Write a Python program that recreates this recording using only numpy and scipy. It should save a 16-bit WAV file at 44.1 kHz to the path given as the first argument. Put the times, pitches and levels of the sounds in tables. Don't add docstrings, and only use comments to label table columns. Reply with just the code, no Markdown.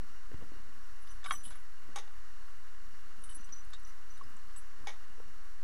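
import sys
import numpy as np
from scipy import signal
from scipy.fft import rfft, irfft
from scipy.io import wavfile
from scipy.ndimage import uniform_filter1d

SR = 44100
rng = np.random.default_rng(int(sys.argv[2]) if len(sys.argv) > 2 else 0)


def volts_from_db(level):
    exponent = np.asarray(level, float) / 20
    return 10 ** exponent


def int16_out(signal):
    q = np.round(np.clip(np.atleast_2d(signal).T, -1, 1) * 32767)
    wavfile.write(sys.argv[1], SR, q.astype(np.int16))


N = 248634

# (60 dB decay [s], free until touched [s])
TICK_RINGS = (0.037, 0.0033)


def colour(x, points):
    hz, db = np.transpose(points)
    log_hz = np.log(np.fft.rfftfreq(len(x), 1 / SR) + 1e-3)
    gain = volts_from_db(np.interp(log_hz, np.log(hz), db, left=-90, right=-90))
    y = irfft(rfft(x) * gain, len(x))
    return y / np.sqrt(np.mean(y ** 2))


def walk(rate):
    hold = int(SR / rate)
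    steps = np.repeat(rng.standard_normal(N // hold + 1), hold)
    return 0.73 * uniform_filter1d(uniform_filter1d(steps, hold), hold)[:N]


def floor():
    # (frequency [Hz], level [dB per Hz])
    hiss = [(120, -61), (170, -15.5), (260, -7), (600, -11), (850, -7.5), (1100, 1), (1450, 0.5),
            (1900, -2), (2350, -11.5), (3300, -14.5), (6000, -13.5), (9300, -22), (11800, -19),
            (15600, -30)]
    whine_hz = [2826, 4240, 4258, 5691, 7080, 8484, 9911, 11386, 14137]
    # (line level [dB rms], blurred skirt level [dB rms])
    whine_levels = [(-77.5, -72.5), (-96, -77.5), (-85, -77), (-80, -113), (-105, -80), (-87, -109),
                    (-100, -87), (-103, -83), (-104, -100)]
    hiss_db = -60.5
    t = np.arange(N) / SR
    out = colour(rng.standard_normal(N), hiss) * volts_from_db(hiss_db + 0.2 * walk(1.61) + 0.85 * walk(40))
    for hz, (line_db, skirt_db) in zip(whine_hz, whine_levels):
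        size = volts_from_db(line_db + 3.4 * walk(16)) + volts_from_db(skirt_db) * walk(350)
        out = out + np.sqrt(2) * size * np.sin(2 * np.pi * hz * t + 1.53 * walk(16))
    return out


def gusting(s, db, calm_db, rise, fall):
    late = np.arange(N) / SR - s[:, None]
    under_db = 10 * np.maximum(-late / rise, late / fall)
    return np.sqrt(volts_from_db(calm_db) ** 2 + np.sum(volts_from_db(db[:, None] - under_db) ** 2, axis=0))


def wind():
    # (time [s], push level [dB], rustle level [dB])
    gusts = [(.04, -65, -57.5), (.27, -55, -77), (.35, -67, -57), (.425, -50, -50), (.58, -49.5, -54.5),
             (.68, -68, -56.5), (.92, -47, -72), (1.12, -45.5, -67), (1.33, -52, -54.5),
             (1.48, -45.5, -59.5), (1.62, -57, -76), (1.895, -69, -57), (1.98, -69, -61.5),
             (2.17, -49, -74), (2.45, -55, -81), (2.83, -51.5, -62), (3.02, -58, -75), (3.2, -60, -57),
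             (3.29, -50, -67), (3.42, -53, -70), (3.67, -45, -67), (3.831, -52, -81), (4.13, -67, -63.5),
             (4.25, -68, -59), (4.45, -51.5, -69), (4.81, -73, -59), (4.96, -59, -79), (5.16, -64, -62),
             (5.26, -52.5, -64), (5.43, -57, -78)]
    # (frequency [Hz], level [dB per Hz])
    push_spectrum = [(2, -8), (6, -9), (9, 2.5), (17, 3.5), (35, -1), (55, -12), (90, -19.5), (130, -32),
                     (300, -67)]
    # (frequency [Hz], level [dB per Hz])
    rustle_spectrum = [(50, 3.5), (80, 11.5), (130, -2.5), (200, 4), (350, -3), (550, -7.5), (900, -22),
                       (2000, -14.5)]
    s, push_db, rustle_db = np.transpose(gusts)
    push = colour(rng.standard_normal(N), push_spectrum) * gusting(s, push_db, -57.5, 0.044, 0.097)
    eddies = sum(volts_from_db(5.6 * walk(rate)) * rng.standard_normal(N) for rate in (14, 30))
    rustle = colour(eddies, rustle_spectrum) * gusting(s, rustle_db, -69.5, 0.055, 0.092)
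    return push + volts_from_db(-3.5) * rustle


def add(out, s, db, sound):
    i = int(s * SR)
    sound = sound[:N - i]
    out[i:i + len(sound)] += volts_from_db(db) * sound / np.max(np.abs(sound))


def bumps():
    # (time [s], peak [dB], pitch [Hz])
    bump_hits = [(.316, -42, 445), (.333, -44.5, 298), (0.341, -39.5, 342), (.392, -55, 294),
                 (.417, -51, 490), (0.425, -39.5, 173), (0.434, -49, 300), (.47, -59, 250),
                 (0.519, -40.5, 300), (.535, -49, 250), (.56, -49.5, 346), (0.595, -51, 225),
                 (1.469, -47.5, 210), (1.89, -52, 287), (3.099, -58, 286), (3.181, -54.5, 230),
                 (3.225, -58, 455), (3.244, -59, 257), (3.369, -52, 300), (3.399, -50, 231),
                 (3.489, -55, 165), (3.524, -51.5, 229), (4.131, -59, 211), (4.222, -52, 432),
                 (4.239, -60, 283), (4.3, -58, 260), (4.35, -54, 219), (5.1, -55, 200), (5.181, -50, 453),
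                 (5.201, -41.5, 472)]
    # (time [s], peak [dB], pitch [Hz], fade [s])
    thump = (.3422, -36, 100, .022)
    firm_db, firm_t60, doubles_db = -41, 0.025, 15.5
    out, t = np.zeros(N), np.arange(SR // 8) / SR
    snap_band = signal.butter(2, (500, 2000), "bandpass", fs=SR, output="sos")
    for s, db, hz in bump_hits:
        t60 = firm_t60 * 2 ** ((firm_db - db) / doubles_db)
        dull_band = signal.butter(2, (2.13 * hz, 3.35 * hz), "bandpass", fs=SR, output="sos")
        scuff = signal.sosfilt(dull_band, rng.standard_normal(len(t)))
        snap = signal.sosfilt(snap_band, rng.standard_normal(len(t))) * np.exp(-t / 0.0027)
        push = np.sin(2 * np.pi * hz * t) + volts_from_db(5) * scuff + volts_from_db(5) * snap
        fade = np.exp(-np.log(1000) * t / max(t60, .005))
        add(out, s, db, push * (1 - np.exp(-t * hz * 5.7)) * fade)
    s, db, hz, fade = thump
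    add(out, s, db, np.sin(2 * np.pi * np.minimum(hz * t, 1)) * np.exp(-t / fade))
    return out


def ringing(t, modes, hz, t60, reach, rest_db):
    level_chance, pitch_chance, sign_chance = rng.standard_normal((3, len(modes)))
    f, db = np.transpose(modes)
    near = np.exp(-(np.log(f / hz) / reach) ** 2) + volts_from_db(rest_db)
    gain = volts_from_db(db + 2 * level_chance) * near * np.sign(sign_chance)
    f = f * (1 + .0012 * pitch_chance)
    return gain @ np.sin(2 * np.pi * f[:, None] * t) * np.exp(-np.log(1000) * t / max(t60, .005))


def contacts(t, length, db, rise):
    small = volts_from_db(2.8 * rng.exponential(size=len(t))) * rng.standard_normal(len(t))
    small = small * np.exp(-t / max(length, .001))
    blow = t * np.exp(-t / rise)
    return volts_from_db(db) * small / np.linalg.norm(small) + blow / np.linalg.norm(blow)


def clinks(hits, modes, reach, rest_db, chatter_db, tick_db):
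    out, t = np.zeros(N), np.arange(SR // 4) / SR
    band_hz = modes[0][0] * .75, min(modes[-1][0] * 1.06, 16000)
    around = signal.butter(3, band_hz, "bandpass", fs=SR, output="sos")
    for s, db, hz, t60, free in hits:
        tone = ringing(t, modes, hz, t60, reach, rest_db)
        tone = signal.fftconvolve(tone, contacts(t, free, chatter_db, .00002))[:len(t)]
        damping = np.exp(-np.maximum(t - free, 0) / 0.0093)
        tone = tone / np.max(np.abs(tone)) * (1 - np.exp(-t / 0.0011)) * damping
        tick = signal.sosfilt(around, rng.standard_normal(len(t))) * np.exp(-t / 0.0083)
        add(out, s, db, tone + volts_from_db(tick_db) * tick)
    return out


def pins():
    # (time [s], peak [dB], struck pitch [Hz])
    pin_hits = [(.3994, -72, 12300), (1.2615, -66, 12100), (1.3085, -64, 13500), (1.322, -62, 13500),
                (1.326, -59, 14200), (1.3444, -61, 14200), (1.345, -66, 15100), (1.355, -66, 13500),
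                (1.475, -68, 14200), (1.4394, -67, 15100), (1.4594, -68, 13500), (3.5244, -67, 12200),
                (3.8744, -67, 12300), (4.2844, -70, 14750), (4.5594, -73, 14300)]
    # (60 dB decay [s], free until touched [s])
    pin_rings = (.13, 0.028)
    # (frequency [Hz], level [dB])
    pin_modes = [(12200, -8), (13500, -2), (14220, 0), (14750, -8), (15120, -2), (15590, -6)]
    hits = [(*hit, *pin_rings) for hit in pin_hits]
    return clinks(hits, pin_modes, .02, -15, -3, -20)


def buckles():
    # (time [s], peak [dB], struck pitch [Hz], free until touched [s])
    buckle_hits = [(1.0016, -66, 9900, .02), (1.0194, -60, 10300, .02), (1.067, -62, 10600, .02),
                   (1.1049, -54.5, 10400, 0.022), (1.1493, -65, 10300, .02), (1.246, -61, 10900, .006),
                   (1.26, -48, 10340, .01), (1.263, -51, 10900, .01), (1.275, -49, 10000, .012),
                   (1.285, -56, 11070, .01), (1.2974, -45, 10100, 0.016), (1.299, -49, 10900, .012),
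                   (1.3194, -39.5, 10340, 0.011), (1.326, -44.5, 11000, .008), (1.336, -47, 10020, .01),
                   (1.345, -55, 10900, .01), (1.352, -53, 10190, 0.015), (1.3694, -58, 10100, .01),
                   (1.376, -58, 11000, .02), (1.3844, -61, 9870, .01), (1.398, -60, 9480, 0.026),
                   (1.4338, -47, 10800, .012), (1.436, -48, 9950, .01), (1.446, -46, 10200, .008),
                   (1.456, -39, 9840, .014), (1.457, -51, 10900, .012), (1.474, -52, 10200, .01),
                   (1.482, -54, 10770, 0.017), (1.499, -49.5, 10200, .02), (1.524, -60, 11070, .006),
                   (1.526, -61, 10020, .015), (1.5524, -55, 10190, .008), (1.565, -60, 10000, .008),
                   (1.5958, -63, 10200, .015), (3.2375, -42, 9600, 0.016), (3.254, -60, 10200, .018),
                   (3.2634, -56, 9600, .006), (3.272, -56, 9600, .008), (3.2924, -50, 10160, .012),
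                   (3.2935, -53, 9600, .025), (3.312, -54, 10100, .012), (3.322, -55, 10900, 0.0067),
                   (3.3465, -40, 9980, 0.017), (3.349, -51, 10700, .007), (3.361, -52, 10600, .006),
                   (3.3694, -61, 11200, .004), (3.4461, -62, 9480, .022), (4.562, -53, 10900, .02),
                   (4.5755, -47, 10600, 0.034), (4.9294, -65, 9870, .015)]
    # (time [s], peak [dB], struck pitch [Hz])
    buckle_ticks = [(3.1916, -62, 9600), (3.2176, -60, 9540), (3.225, -64, 10200), (3.236, -60, 10700),
                    (3.88, -64, 9600), (3.895, -64, 9600), (3.4082, -63, 10300), (3.704, -57, 10100),
                    (3.7953, -59, 10100), (3.8711, -60, 10200), (4.6194, -62, 10700), (4.7875, -67, 9920),
                    (4.847, -60, 10200)]
    # (frequency [Hz], level [dB])
    buckle_modes = [(9480, -6), (9600, 0), (9870, 0), (10020, -3), (10190, 0), (10350, -5), (10640, -2),
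                    (10770, -4), (10900, -1), (11070, -2)]
    t60 = 0.11
    hits = [(s, db, hz, t60, free) for s, db, hz, free in buckle_hits]
    hits += [(*tick, *TICK_RINGS) for tick in buckle_ticks]
    return clinks(hits, buckle_modes, .013, -18, -4, -14)


def hooks():
    # (time [s], peak [dB], struck pitch [Hz])
    hook_hits = [(1.0715, -54.5, 3150), (1.1109, -59, 3020), (1.2414, -44.5, 3480), (1.2451, -50, 3700),
                 (1.251, -51, 3790), (1.256, -51, 3780), (1.262, -47, 3010), (1.2664, -50, 3780),
                 (1.287, -51, 3780), (1.297, -48, 3300), (1.346, -53, 3010), (1.356, -54, 3010),
                 (1.44, -55, 3300), (1.452, -46, 3010), (1.4604, -53, 3450), (1.478, -52, 3000),
                 (1.5065, -57.5, 3700), (1.5244, -58, 3480), (1.56, -68, 3300), (3.2375, -55, 3070),
                 (3.2914, -50, 3020), (3.3094, -51.5, 3010), (3.7324, -43, 3670), (3.735, -50, 4400),
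                 (3.7444, -48.5, 3820), (4.172, -61, 3780), (4.2343, -57, 5100)]
    # (60 dB decay [s], free until touched [s])
    hook_rings = (0.04, 0.024)
    # (frequency [Hz], level [dB])
    hook_modes = [(3010, -7), (3300, -5), (3480, -8), (3620, 0.5), (3780, 3.5), (4400, -8), (5100, -1)]
    hits = [(*hit, *hook_rings) for hit in hook_hits]
    return clinks(hits, hook_modes, 0.028, -19, -3, -10)


def steel_ring():
    # (time [s], peak [dB], 60 dB decay [s], free until touched [s])
    ring_hits = [(1.089, -57, 0.37, 0.036), (1.314, -45.5, .3, 0.016), (1.324, -46.5, .3, 0.017),
                 (1.351, -44.5, 0.19, 0.07), (1.509, -65, .15, .015), (3.238, -60, .05, .004),
                 (3.332, -59, .05, .004), (3.345, -61, .05, .006), (3.365, -62, .4, 0.07),
                 (3.407, -60, .05, .004), (3.444, -52, 0.055, .022), (3.524, -41, 0.24, 0.012),
                 (3.556, -52.5, 1.7, 0.052), (3.783, -67, .1, .012), (3.848, -50.5, 0.021, 0.0082),
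                 (3.87, -59, .25, 0.036), (4.103, -55, 0.1, 0.02), (4.138, -60.5, 0.18, 0.038),
                 (4.6, -70, 2.5, 0.17)]
    # (frequency [Hz], level [dB])
    ring_modes = [(5850, -18), (5938, 0), (5978, -12)]
    struck_hz = 5960
    hits = [(s, db, struck_hz, t60, free) for s, db, t60, free in ring_hits]
    return clinks(hits, ring_modes, .03, -14, -5, -28)


def links():
    # (time [s], peak [dB], struck pitch [Hz], free until touched [s])
    link_hits = [(1.1104, -63, 8750, .03), (1.242, -66, 8250, .004), (1.266, -59, 7965, .005),
                 (1.286, -57, 7965, .01), (1.297, -59, 8570, .006), (1.3074, -53, 8570, .008),
                 (1.3199, -51, 8570, .018), (1.323, -48.5, 7965, .01), (1.336, -51, 7965, .025),
                 (1.431, -59.5, 7280, 0.047), (1.433, -62, 7965, .01), (1.447, -60, 8570, .006),
                 (1.4546, -57, 7965, .012), (1.456, -58, 8570, .014), (1.482, -55, 7965, 0.025),
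                 (1.508, -62, 7280, .008), (3.2375, -58, 8200, .003), (3.242, -59, 8570, .014),
                 (3.255, -66, 7965, .015), (3.2984, -54, 7965, .01), (3.306, -62, 8570, .008),
                 (3.316, -57, 8570, .01), (3.325, -59, 7965, .007), (3.335, -60, 8570, .015),
                 (3.338, -65, 7965, .008), (3.35, -60, 7965, .015), (4.559, -55, 7950, .03),
                 (4.5635, -51, 7960, 0.034)]
    # (time [s], peak [dB], struck pitch [Hz])
    link_ticks = [
        (3.4431, -57, 7950),
        (3.6481, -58, 8960),
        (3.832, -61, 7965),
        (4.1764, -55.5, 9040),
        (4.2344, -64, 9050),
        (4.2994, -66, 9050),
        (4.3655, -54.5, 7650),
    ]
    # (frequency [Hz], level [dB])
    link_modes = [(7280, -3), (7500, -12), (7965, 0), (8200, -14), (8570, -3), (9050, -8)]
    t60 = 0.15
    hits = [(s, db, hz, t60, free) for s, db, hz, free in link_hits]
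    hits += [(*tick, *TICK_RINGS) for tick in link_ticks]
    return clinks(hits, link_modes, .015, -23, -4, -15)


def struck_guard(hits, t60, reach, rest_db, rattle_db, rise):
    # (frequency [Hz], level [dB])
    guard_modes = [(600, -23), (770, 0.5), (1095, 0), (1165, 9.5), (1365, 0.5), (1520, 2), (1750, 3.5),
                   (1950, -0.5), (2230, 3), (2750, -4), (3250, 2.5), (3800, -0.5), (4350, -7), (5100, -15)]
    out, t = np.zeros(N), np.arange(SR // 4) / SR
    bright = signal.butter(4, (2500, 8500), "bandpass", fs=SR, output="sos")
    thin = signal.butter(3, 520, "highpass", fs=SR, output="sos")
    for s, db, hz, rattle, crack_db in hits:
        shell = ringing(t, guard_modes, hz, t60, reach, rest_db)
        share_db = rattle_db + 14 * np.log10(rattle / 0.0015)
        body = signal.fftconvolve(contacts(t, rattle, share_db, .00003), shell)[:len(t)]
        body = signal.sosfilt(thin, body * (1 - np.exp(-t / rise)))
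        crack = signal.sosfilt(bright, rng.standard_normal(len(t))) * np.exp(-t / max(rattle, .001))
        add(out, s, db, body / np.max(np.abs(body)) + volts_from_db(crack_db) * crack)
    return out


def knocks():
    # (time [s], peak [dB], struck pitch [Hz], rattle [s], crack level [dB])
    knock_hits = [(1.2305, -47, 1750, .002, -25), (1.2415, -41.5, 2230, 0.023, 1),
                  (1.248, -42, 1380, 0.0084, -16), (1.2592, -32.5, 1520, 0.002, -19),
                  (1.2615, -32.5, 2230, 0.002, -18), (1.268, -37, 1165, .003, -20),
                  (1.3082, -20.5, 1330, 0.0012, -22), (1.3085, -29.5, 2230, 0.0011, -6),
                  (1.309, -44, 3250, .001, -14), (1.3102, -26, 1440, 0.0011, -22),
                  (1.3135, -30.5, 1165, 0.0012, -10), (1.318, -27, 1140, 0.0016, -16),
                  (1.3205, -35, 3250, 0.0022, -5), (1.3245, -34, 1340, 0.0018, -20),
                  (1.33, -44, 1200, 0.003, -17), (1.336, -36.5, 1900, 0.003, -18),
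                  (1.341, -43, 1210, 0.012, -18), (1.505, -44.5, 1500, 0.024, -10),
                  (1.555, -45, 1380, 0.011, -20), (3.49, -48, 1500, .01, -11),
                  (3.734, -42, 1750, 0.011, -5), (4.56, -47.5, 2750, 0.0044, -8)]
    return struck_guard(knock_hits, 0.032, 0.074, -7.5, -8, 0.00036)


def tocks():
    # (time [s], peak [dB], struck pitch [Hz])
    tock_hits = [
        (1.255, -49, 5100),
        (1.262, -44, 5100),
        (1.2835, -40, 1500),
        (1.291, -44, 1175),
        (4.21, -40.5, 1090),
        (4.841, -49, 1140),
    ]
    rattle, crack_db = .002, -33
    hits = [(*hit, rattle, crack_db) for hit in tock_hits]
    return struck_guard(hits, .04, .045, -32, -14, .0012)


def slaps(noise_db, rattle_db, struck_db):
    # (time [s], peak [dB], struck pitch [Hz], rattle [s], tilt [dB per octave])
    slap_hits = [(1.959, -34, 940, 0.0032, -2.5), (1.9596, -37, 8200, 0.0088, 9),
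                 (1.96, -50, 477, 0.016, 0), (1.961, -36.5, 3780, .002, 2), (1.968, -40, 6700, 0.0085, 4),
                 (1.975, -35.5, 980, 0.0074, -10), (1.9845, -37.5, 1040, 0.0068, -4.5),
                 (1.9853, -37, 3780, 0.014, -1), (1.996, -49, 417, 0.011, -2), (1.99, -52, 2000, .006, 1),
                 (2.007, -49, 880, .03, -8), (2.075, -51, 872, 0.0055, -8), (4.87, -36, 830, 0.0054, -5),
                 (4.8706, -40, 3400, 0.0026, -4), (4.871, -32.5, 2240, 0.006, -3.5),
                 (4.873, -45, 6300, .01, 14), (4.881, -37, 3320, .015, -3),
                 (4.889, -38.5, 1900, 0.026, -4.5), (4.903, -46.5, 1900, 0.04, -9.5)]
    # (frequency [Hz], level [dB], 60 dB decay [s])
    bed_modes = [(399, -19, 0.28), (432, -17, 0.19), (515, -20.5, 0.2), (817, -1.5, 0.079),
                 (855, -33, 0.15), (880, -20, 0.66), (1127, -4, 0.073), (1500, -5, 0.097), (1900, -8, 0.24),
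                 (9600, -9, 0.047), (2240, 2, 0.098), (3400, -8, 0.04), (3780, -3.5, 0.06), (6210, 2, .07),
                 (6665, -8, 0.094), (8100, 4, 0.03), (8480, -1, 0.034), (10900, -4, 0.036)]
    # (frequency [Hz], level [dB per Hz])
    bed_noise = [(180, -40), (300, -18), (813, 0.5), (1320, -2.5), (2240, 0.5), (2720, -6.5), (3690, 3.5),
                 (4190, -9.5), (6070, -1.5), (6900, -3), (7360, -36), (8240, -13), (9070, -31),
                 (10800, -7.5), (14000, -58)]
    out, t = np.zeros(N), np.arange(SR // 2) / SR
    f, mode_db, t60 = np.transpose(bed_modes)[:, :, None]
    thin = signal.butter(4, 330, "highpass", fs=SR, output="sos")
    for s, db, hz, rattle, tilt_db in slap_hits:
        near_db = struck_db * np.exp(-(np.log(f / hz) / 0.27) ** 2)
        gain = volts_from_db(mode_db + near_db + tilt_db * np.log2(f / 2000))
        gain = gain * np.sign(rng.standard_normal(f.shape))
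        panel = np.sum(gain * np.sin(2 * np.pi * f * t) * np.exp(-np.log(1000) * t / t60), axis=0)
        panel = signal.fftconvolve(contacts(t, rattle, rattle_db, .00002), panel)[:len(t)]
        tilted = [(f_hz, n_db + 0.52 * tilt_db * np.log2(f_hz / 2000)) for f_hz, n_db in bed_noise]
        fade = np.exp(-t / rattle) + 0.075 * np.exp(-t / 0.045)
        crowd = colour(rng.standard_normal(len(t)), tilted) * fade
        blow = panel / np.max(np.abs(panel)) + volts_from_db(noise_db) * crowd
        add(out, s, db, signal.sosfilt(thin, blow * (1 - np.exp(-t / .0004))))
    return out


def scene():
    air = floor() + wind()
    metal = pins() + buckles() + hooks() + steel_ring() + links()
    guard = knocks() + tocks()
    return (air + bumps() + metal + guard + slaps(-4.0, -4.0, 10.3))[None]


def band_limit(x):
    return signal.sosfilt(signal.butter(12, 15610, fs=SR, output="sos"), x)


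def record(dry):
    offset = -.042
    top = signal.ellip(8, .2, 60, 15600, fs=SR, output="sos")
    mix = signal.sosfilt(top, dry) + offset
    return band_limit(mix)


dry = scene()
out = record(dry)
int16_out(out)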